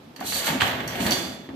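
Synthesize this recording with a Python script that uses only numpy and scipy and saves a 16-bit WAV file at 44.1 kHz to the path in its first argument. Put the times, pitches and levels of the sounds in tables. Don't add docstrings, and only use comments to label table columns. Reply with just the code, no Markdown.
import sys
import numpy as np
from scipy import signal
from scipy.fft import rfft, irfft
from scipy.io import wavfile

SR = 44100
rng = np.random.default_rng(int(sys.argv[2]) if len(sys.argv) > 2 else 0)


def bounce(signal):
    frames = np.transpose(np.atleast_2d(signal))
    limited = np.clip(frames, -1, 1)
    pcm = np.round(limited * 32767).astype(np.int16)
    wavfile.write(sys.argv[1], SR, pcm)


N = 68355


def amp(db):
    return 10 ** (np.asarray(db) / 20)


def unit(x):
    return x / np.sqrt(np.sum(x ** 2, -1, keepdims=True) + 1e-20)


def read(points, hz):
    freq_hz, value = np.transpose(points)
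    return np.interp(np.log(hz + 1), np.log(freq_hz), value)


def envelope(table, column=1):
    table = np.array(table)
    level_db = np.interp(np.arange(N) / SR, table[:, 0], table[:, column], left=-200, right=-200)
    return amp(level_db)


def add(mix, start_s, sound):
    part = mix[:, round(start_s * SR):][:, :sound.shape[1]]
    part += sound[:, :part.shape[1]]


def convolve(a, b):
    return signal.fftconvolve(np.atleast_2d(a), np.atleast_2d(b), axes=1)[:, :N]


def click(spectrum, tilt_db_per_octave=0, size=4096):
    hz = abs(np.fft.fftfreq(size, 1 / SR))
    octaves = np.log2(np.maximum(hz, 300) / 1000)
    log_gain = np.log(amp(read(spectrum, hz) + tilt_db_per_octave * octaves))
    response = np.exp(np.conj(signal.hilbert(log_gain)))
    return unit(np.fft.ifft(response).real[:size // 2])


def contacts(per_s, spread_db):
    strength = amp(spread_db * np.minimum(rng.exponential(1, N), 4)) * rng.choice([-1, 1], N)
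    return unit(strength * (rng.random(N) < per_s / SR)) * np.sqrt(N)


# frequency_hz, correlation
COHERENCE = [(60, 0.94), (160, 1), (350, 0.75), (700, 0.32), (1300, 0), (15000, 0.15)]
def cohere(x):
    common, opposed = rfft(x)
    angle = np.arccos(np.clip(read(COHERENCE, np.fft.rfftfreq(x.shape[1], 1 / SR)), -1, 1)) / 2
    return irfft(common * np.cos(angle) + np.array([opposed, -opposed]) * np.sin(angle), x.shape[1])


def ring(modes, weight_db=lambda hz: 0):
    t, out = np.arange(SR) / SR, np.zeros((2, SR))
    for hz, level_db, t60_s in modes:
        phase_gap = np.arccos(np.clip(read(COHERENCE, hz), -1, 1)) * rng.choice([-1, 1])
        detuned_hz = hz * (1 + .002 * rng.standard_normal())
        phase = 2 * np.pi * detuned_hz * t + phase_gap * np.array([[.5], [-.5]])
        out += amp(level_db + weight_db(hz) - 60 * t / t60_s) * np.sin(phase)
    return unit(out)


# frequency_hz, t60_s
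KITCHEN_DECAY = [(70, 0.2), (250, 0.97), (1000, 0.61), (3000, 0.61), (6000, 0.6), (13000, 0.27)]
def room(direct=.81, wet_db=3.5):
    chatter_db, chatter_t60_s, tail_rise_s = 4.5, .042, .0028
    t = np.arange(SR) / SR
    chatter, tail = rng.choice([-1., 1.], (2, 2, SR)) * (rng.random((2, 2, SR)) < .2)
    chatter = cohere(chatter) * amp(-60 * t / chatter_t60_s)
    hz, frame_s, bands = signal.stft(cohere(tail), SR, nperseg=256)
    bands = bands * amp(-60 * frame_s / read(KITCHEN_DECAY, hz)[:, None])
    tail = signal.istft(bands, SR, nperseg=256)[1][:, :SR] * np.minimum(t / tail_rise_s, 1)
    out = amp(wet_db) * unit(tail) + amp(chatter_db) * unit(chatter)
    out[0, 2] += direct
    out[1, 0] += direct
    return unit(out)


def driven(force, spectrum, modes=None, ring_db=0):
    radiated = convolve(convolve(force, click(spectrum)), room())
    return radiated + amp(ring_db) * convolve(force, ring(modes)) if modes else radiated


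def struck(modes, centre_hz, relative_width, burst_db, ring_db):
    def band_db(hz):
        return -20 * np.log10(1 + ((hz / centre_hz - centre_hz / hz) / relative_width) ** 2)
    hz = np.geomspace(20, SR / 2, 300)
    burst = convolve(click(np.c_[hz, band_db(hz)]), room(direct=1.4, wet_db=5.5))[:, :SR]
    return amp(burst_db) * burst + amp(ring_db) * ring(modes, band_db)


# frequency_hz, density_db
AMBIENT_SPECTRUM = [(20, -27), (45, -16), (80, -9), (140, -4.5), (230, 0.5), (450, -10), (800, -11.5),
                    (1500, -19.5), (4000, -24), (9000, -39), (13000, -36)]
def room_tone(level_db=-47):
    noise = cohere(rng.standard_normal((2, N)))
    return amp(level_db) * irfft(rfft(noise) * rfft(click(AMBIENT_SPECTRUM), N), N)


# time_s, level_db
SQUEAK_LEVELS = [(.27, -52), (.325, -37), (.342, -23.5), (.356, -38), (.375, -64)]
# frequency_hz, density_db
SQUEAK_SPECTRUM = [(1000, -52), (3700, -14), (4250, -8), (4520, 14), (4750, -9), (5100, -34), (12000, -50)]
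def wire_squeak():
    return driven(rng.standard_normal(N) * envelope(SQUEAK_LEVELS), SQUEAK_SPECTRUM)


# time_s, level_db
SCRAPE_LEVELS = [(.235, -45), (.265, -26.5), (.32, -29), (.35, -25), (.39, -26.5), (.425, -37), (.47, -23),
                 (.51, -42), (.59, -51), (.68, -35.5), (.71, -65), (.98, -43), (1.02, -30), (1.09, -36),
                 (1.16, -35.5), (1.3, -48), (1.35, -48)]
# frequency_hz, density_db
SLIP_SPECTRUM = [(200, -23), (1500, -14.5), (3000, -5), (3500, 1), (4500, 2), (5200, -5.5), (7000, 0),
                 (9800, -6), (12500, 0), (14500, -8)]
# pitch_hz, level_db, t60_s
WIRE_MODES = [(2972, -4, .35), (3451, 2, .85), (4300, -3, .1), (4511, -5, .5), (4695, 1, .45),
              (5850, -2, .3), (6010, -4, .12), (6767, -3, .45)]
def rack_scrape():
    slips = contacts(per_s=5000, spread_db=1) * envelope(SCRAPE_LEVELS)
    return driven(slips, SLIP_SPECTRUM, WIRE_MODES, ring_db=-18.5)


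# start_s, tick_db, tilt_db_per_octave, ring_db, centre_hz
WIRE_IMPACTS = [(.162, -15, 0, -24, 4500), (.204, -11, 4, -27, 5900), (.676, -7, 2, -22, 7000),
                (.877, -3, 3, -8, 5950), (1.002, -13, 0, -18, 4500), (1.068, -7, -2, -3, 4250),
                (1.107, 2, 2, 2, 5900), (1.13, -2, 1, -7, 6750), (1.242, -14, 0, -9, 4700),
                (1.109, -4, 0, 1, 4700), (1.1195, -2, 1, 4, 4400), (1.122, -9, -1, 2, 3420)]
# frequency_hz, density_db
TICK_SPECTRUM = [(300, -41), (2000, -8), (3000, 6), (3750, -6), (4500, 13), (5100, -5), (5900, 5),
                 (7500, -2.5), (10000, -7.5), (12500, -1.5), (14500, -5.5)]
def wire_clinks():
    out = np.zeros((2, N))
    for start_s, tick_db, tilt, ring_db, centre_hz in WIRE_IMPACTS:
        tick = convolve(click(TICK_SPECTRUM, tilt), room(direct=.4, wet_db=5))
        ringing = struck(WIRE_MODES, centre_hz, relative_width=.1, burst_db=-4.5, ring_db=-1.5)
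        add(out, start_s, amp(tick_db) * tick)
        add(out, start_s, amp(ring_db) * ringing)
    return out


# start_s, level_db, centre_hz
DOOR_BUMPS = [(.209, -3, 230), (.365, -6, 730), (.486, 0, 230), (.5, 2, 145), (.525, 4, 280),
              (.552, 5, 265), (.62, 5, 90), (.622, 3, 275), (.86, -3, 130), (.955, -2, 650),
              (1.003, 10, 195), (1.052, 4, 85), (1.064, 0, 600), (1.112, 4, 335), (1.118, 1, 740),
              (1.165, 2, 185), (1.4895, 0, 290), (1.534, -2, 290), (.212, 0, 760), (.617, 6, 860)]
# pitch_hz, level_db, t60_s
DOOR_MODES = [(84.2, -2, 0.31), (125.3, -4, 0.98), (161, -6, 0.38), (199.8, 0.5, 0.62), (272.8, 5, 0.41),
              (324.4, -6, 0.9), (442, -2, 0.38), (553.7, 7, 0.3), (732, 2.5, 0.29), (786, 0.5, 0.27),
              (897, 0.5, 0.067)]
def door_thuds():
    out = np.zeros((2, N))
    for start_s, level_db, centre_hz in DOOR_BUMPS:
        thud = struck(DOOR_MODES, centre_hz, relative_width=.38, burst_db=-8, ring_db=-5)
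        add(out, start_s, amp(level_db) * thud)
    return out


# time_s, rumble_db, rattle_db
ROLL_LEVELS = [(.17, -50, -57), (.22, -39.5, -35), (.3, -42.5, -48.5), (.35, -37, -38), (.45, -46, -30),
               (.5, -34.5, -22), (.545, -27, -36), (.59, -40.5, -39), (.64, -35, -26), (.72, -34.5, -30.5),
               (.82, -38, -39), (.92, -35, -34), (.99, -30, -33.5), (1.08, -28.5, -26.5), (1.18, -36, -35),
               (1.3, -39.5, -41.5), (1.37, -49.5, -56), (1.47, -48.5, -50)]
# frequency_hz, density_db
RUMBLE_SPECTRUM = [(30, -48), (55, -13), (80, -5.5), (130, -4), (210, 1), (320, -0.5), (450, -14.5),
                   (720, -8.5), (1100, -32), (3000, -37), (9000, -62)]
# frequency_hz, density_db
RATTLE_SPECTRUM = [(100, -35.5), (400, -2.5), (750, 0.5), (1100, 0), (2200, 0), (3300, -4), (4500, -13.5),
                   (5400, -21.5), (9000, -34), (14000, -10)]
def wheels_rolling():
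    bumps = contacts(per_s=440, spread_db=1) * envelope(ROLL_LEVELS, column=1)
    rumble = driven(bumps, RUMBLE_SPECTRUM, DOOR_MODES, ring_db=-10)
    taps = contacts(per_s=700, spread_db=2) * envelope(ROLL_LEVELS, column=2)
    return rumble + driven(taps, RATTLE_SPECTRUM)


# start_s, level_db, tilt_db_per_octave
WHEEL_IMPACTS = [(0.1626, -15.5, -5), (0.195, -12.5, -10), (0.209, -11, -3.5), (.323, -1.5, -3.5),
                 (.357, -5.5, -1), (.468, 1.5, -0.5), (.479, 0.5, -2.5), (0.505, -9, -1), (0.6041, 3, -2.5),
                 (0.6087, 7, -0.5), (0.617, 8.5, 1), (.6188, 9, -3.5), (.63, 4.5, 0), (.804, -1.5, -4),
                 (.955, -5.5, 1.5), (1.005, -0.5, 0.5), (1.065, 4, 4), (1.12, 7.5, 8), (1.4902, -16, -4.5),
                 (1.502, -10, -15)]
# frequency_hz, density_db
CLACK_SPECTRUM = [(60, -26), (300, -21.5), (650, -9.5), (860, -0.5), (1020, -4.5), (1180, 1.5),
                  (1400, -5.5), (1800, 2.5), (2050, -1), (2400, -1.5), (3150, 0.5), (4300, -8.5),
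                  (5200, -16.5), (8000, -16.5), (10500, -27.5), (13000, -21)]
def wheel_clacks():
    out = np.zeros((2, N))
    for start_s, level_db, tilt in WHEEL_IMPACTS:
        add(out, start_s, amp(level_db) * convolve(click(CLACK_SPECTRUM, tilt), room()))
    return out


def scene():
    sustained = rack_scrape() + wheels_rolling() + wire_squeak()
    return sustained + wheel_clacks() + door_thuds() + wire_clinks() + room_tone()


# frequency_hz, left_minus_right_db
BALANCE = [(70, 2), (200, -1.5), (600, 1.5), (1500, -2.5), (3000, -4.5), (5000, -6), (7500, -10.5),
           (10000, 1), (13000, 8.5)]
def record(dry):
    low_cut_hz, high_cut_hz = 65, 14300
    ratio = amp(read(BALANCE, np.fft.rfftfreq(2 * N, 1 / SR)))
    gains = np.array([ratio, np.ones_like(ratio)]) / np.sqrt((1 + ratio ** 2) / 2)
    panned = irfft(rfft(dry, 2 * N) * gains)[:, :N]
    high_pass = signal.butter(4, low_cut_hz, "high", fs=SR, output="sos")
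    low_pass = signal.firwin(701, high_cut_hz, window=("kaiser", 8), fs=SR)
    return signal.oaconvolve(signal.sosfilt(high_pass, panned), low_pass[None], "same")


dry = scene()
out = record(dry)
bounce(out)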